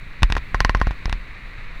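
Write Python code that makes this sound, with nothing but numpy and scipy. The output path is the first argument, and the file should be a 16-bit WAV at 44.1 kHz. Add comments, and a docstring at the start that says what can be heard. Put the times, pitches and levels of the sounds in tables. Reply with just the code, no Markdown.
"""A paved forest road, riding beside a kick scooter with the microphone fixed to the frame.
Bumps shake loose parts, which make ringing knocks, dry snaps and light ticks.
Each hit also makes the frame buzz and sets the microphone mount wobbling with a low thump.
Underneath, the tyres rush on the asphalt, wind buffets the microphone and the air hisses faintly."""
import sys
import numpy as np
from scipy import signal
from scipy.fft import rfft, irfft
from scipy.io import wavfile

SR = 44100
rng = np.random.default_rng(int(sys.argv[2]) if len(sys.argv) > 2 else 0)


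def to_wav(sig):
    """Store sig (one row per channel, or 1-D mono) as 16-bit WAV at the path in sys.argv[1].

    Samples outside -1..1 are clipped; the rate is SR.
    """
    pcm = np.clip(np.atleast_2d(sig), -1, 1) * 32767
    pcm = np.round(pcm).astype(np.int16)
    wavfile.write(sys.argv[1], SR, pcm.T)  # frames by channels


N = 79380
TIME = np.arange(N) / SR


def knocks():
    """A loose part knocks on the frame and rings."""
    # hits: start_s, level_db, brightness_db_per_octave, contact_ms, buzz_db, thump_db, thump_hz
    hits = [(.3663, -2, -14, 0.045, -22.5, -18, 57.5), (.5452, 1, -4.5, 0.051, -23.5, -9.5, 36),
            (.6043, 2, 7.5, .09, -20.5, -10, 35.2), (.6482, 4, 5.5, 0.1, -22.5, -8, 36.4),
            (.6945, 1, 4, 0.24, -23, -9, 36.4), (.7484, 2, -4.5, 0.091, -25.5, -8.5, 38.5),
            (.8144, 2.5, -4.7, 0.12, -24.5, -8, 40.7), (.8700, -12.5, 2, 0.078, -31.5, -9, 41.5)]
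    # the tones the part rings with: pitch_hz, level_db, fade_s
    tones = [(420, -12.5, 0.0087), (919, -13.5, 0.011), (1051, -15, 0.0411), (1408, -1.4, 0.0036),
             (1911, -6.5, 0.007), (1844, -33, 0.09), (2706, -17.5, 0.0056), (3240, -26.5, 0.0069),
             (4410, -23.5, 0.0061), (5950, -20, 0.0042), (5986, -27, 0.0059), (8050, -38.5, 0.0026),
             (12544, -36, 0.0011)]
    return rattle(hits, tones)


def snaps():
    """The mount snaps sharply, or bumps dully when the contact lasts longer."""
    # hits: start_s, level_db, brightness_db_per_octave, contact_ms, buzz_db, thump_db, thump_hz
    hits = [(.2222, -17, -3, 0.16, -39, -9.5, 58.5), (.2315, -1, 1.5, 0.1, -21, -2, 36.4),
            (.3010, -14, -6.5, 0.052, -30, -12, 52), (.3232, -9.5, 4, 0.13, -28.5, -10.5, 33.3),
            (.3521, -19, 0.5, .13, -36, -15, 34), (.3801, -22.5, 4, 0.18, -55, -37, 40.3),
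            (.8712, -2.5, -9, 1.57, -58, -24, 40), (.9086, -11, 10.5, 1.16, -32.5, -16, 37.4),
            (1.0564, -15.5, -22.5, 0.1, -32.5, -11.5, 30.6), (1.0805, -9.5, -8, 2.5, -58, -23, 46),
            (1.0960, -17.5, -2, 0.072, -36, -17, 33.5), (1.1271, -10.5, -0.5, 0.12, -30, -12, 33),
            (1.154, -27, 3, 4.8, -65, -22, 33.7)]
    # the tones the mount rings with: pitch_hz, level_db, fade_s
    tones = [(610, -17.5, 0.0051), (828, -1, 0.0049), (1133, -6, 0.013), (1400, -2.5, .005),
             (1866, -2.5, 0.0073), (1880, -15, 0.038), (2554, -3.5, 0.0069), (2873, -8, 0.0096),
             (3693, -8, 0.0067), (4380, -17, 0.0096), (5150, -7.5, 0.0022), (7400, -34, 0.0054),
             (8220, -19.5, 0.0017), (12000, -34, 0.0013)]
    return rattle(hits, tones)


def ticks():
    """Light taps on metal ring high and die away at once."""
    # hits: start_s, level_db, brightness_db_per_octave, contact_ms, buzz_db, thump_db, thump_hz
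    hits = [(.7707, -18, 3, 0.14, -36, -23, 40.3), (.8008, -5, -5.5, 0.096, -37, -25.5, 40),
            (1.0565, -1, 3, 0.2, -58, -49, 40)]
    # the tones the metal rings with: pitch_hz, level_db, fade_s
    tones = [(2000, -16.5, 0.0085), (3930, -24, 0.006), (5150, -20, 0.0055), (6030, -21, 0.0028),
             (9900, -31.5, .005)]
    return rattle(hits, tones)


def rattle(hits, tones):
    """Each hit rings a part's own tones, jolts the mount and leaves a short buzz in the frame."""
    # tone colour of the frame's buzz: pitch_hz, level_db
    buzz_colour = [(200, 1.5), (600, -9.5), (1000, -3), (2000, -6), (3000, -11), (4300, -15), (6000, -21.5),
                   (7500, -31.5), (11000, -35.5), (16000, -50)]
    out, buzz_level = np.zeros(N), np.zeros(N)
    t = TIME[:N // 6]
    pitch_hz, tone_db, fade_s = np.transpose(tones)
    signs = (-1) ** np.arange(len(pitch_hz))  # every other tone swings the opposite way
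    rings = signs[:, None] * np.sin(2 * np.pi * pitch_hz[:, None] * t) * fade(t, fade_s[:, None])
    octaves_up = np.clip(np.log2(pitch_hz / 1690), 0, 1.39)  # brightness acts above 1690 Hz
    for start_s, level_db, brightness, contact_ms, buzz_db, thump_db, thump_hz in hits:
        ringing = from_db(level_db + tone_db + brightness * octaves_up) @ rings
        cutoff_hz = min(1000 / contact_ms, .45 * SR)  # a longer contact sounds duller
        soften = signal.butter(2, cutoff_hz, fs=SR, output="sos")
        add(out, start_s, signal.sosfilt(soften, ringing))
        add(out, start_s, from_db(thump_db) * thump(t, thump_hz))
        add(buzz_level, start_s, from_db(buzz_db) * rise(t, rise_s=0.00027) * fade(t, fade_s=0.055))
    return out + buzz_level * noise(buzz_colour)


def thump(t, pitch_hz):
    """The jolted mount swings a few times at a very low pitch."""
    return -np.cos(2 * np.pi * pitch_hz * t) * rise(t, rise_s=0.00093) * fade(t, fade_s=0.15)


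def tyres():
    """Tyres roll on asphalt: an even rush that flickers slightly with the surface."""
    # tone colour of the rush: pitch_hz, level_db
    colour = [(100, 2.5), (300, -7.5), (550, -8.5), (800, -12.5), (1100, -4.5), (1500, -5.5), (1950, 1.5),
              (2450, -1), (2800, -10), (3250, -17), (3800, -10.5), (4400, -15.5), (5000, -28.5),
              (6500, -32.5), (8000, -41), (16000, -70)]
    # loudness along the ride: time_s, level_db
    levels = [(0, -44.5), (.2, -42.5), (.5, -41), (1.0, -41), (1.4, -42), (1.8, -40.5)]
    flicker_db = 0.7 * drift(rate_hz=25)
    return from_db(in_time(levels) + flicker_db) * noise(colour)


def wind():
    """The head wind hits the microphone in gusts and makes a lumpy rumble."""
    # tone colour of the rumble: pitch_hz, level_db
    colour = [(12, 3), (30, 4.5), (50, -9.5), (80, -13.5), (130, -14.5), (200, -21.5), (320, -30.5),
              (700, -61.5)]
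    # loudness along the ride: time_s, level_db
    levels = [(0, -32.5), (.15, -33.5), (.45, -30), (.95, -29.5), (1.3, -34.5), (1.37, -35.5),
              (1.55, -32.5), (1.72, -37), (1.8, -28.5)]
    gust_db = -drift(rate_hz=9)
    return from_db(in_time(levels) + gust_db) * noise(colour)


def air_hiss():
    """The air adds a faint, even hiss."""
    # tone colour of the hiss: pitch_hz, level_db
    colour = [(1500, -5.5), (5500, -4), (8000, -1.5), (14500, -15), (16000, -30)]
    return from_db(-71) * noise(colour)


def from_db(db):
    """Turn decibels into a number to multiply a sound by."""
    return 10 ** (np.asarray(db) / 20)


def in_time(points):
    """Join (time_s, value) points with straight lines, one value per sample."""
    return np.interp(TIME, *np.transpose(points))


def drift(rate_hz):
    """A smooth random wander with a typical size of 1."""
    pole = np.exp(-2 * np.pi * rate_hz / SR)
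    slow = signal.lfilter([1], [1, -2 * pole, pole * pole], rng.standard_normal(2 * N))[N:]
    return slow / slow.std()


def noise(colour):
    """Noise with a typical size of 1; the colour sets only the balance of low and high pitches."""
    pitch_hz, level_db = np.transpose(colour)
    all_hz = np.maximum(np.fft.rfftfreq(N, 1 / SR), 1)
    gains = from_db(np.interp(np.log(all_hz), np.log(pitch_hz), level_db))
    shaped = irfft(rfft(rng.standard_normal(N)) * gains, N)
    return shaped / shaped.std()


def rise(t, rise_s):
    """Climb from 0 towards 1, about two thirds of the way in rise_s."""
    return 1 - np.exp(-t / rise_s)


def fade(t, fade_s):
    """Die away, dropping 60 dB in fade_s."""
    return np.exp(-np.log(1000) * t / fade_s)


def add(out, start_s, sound):
    """Mix a sound in at its start time."""
    start = int(start_s * SR)
    out[start:start + len(sound)] += sound[:N - start]


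def scene():
    """Rattles close to the microphone over tyres and wind, in the open air."""
    return (knocks() + snaps() + ticks() + tyres() + wind() + air_hiss())[None]


def record(dry):
    """Clip the highest peaks and cut the treble above 15800 Hz."""
    treble_cut = signal.ellip(10, .1, 90, 15800, fs=SR, output="sos")
    return signal.sosfilt(treble_cut, np.clip(dry, -.9, .9))


dry = scene()
out = record(dry)
to_wav(out)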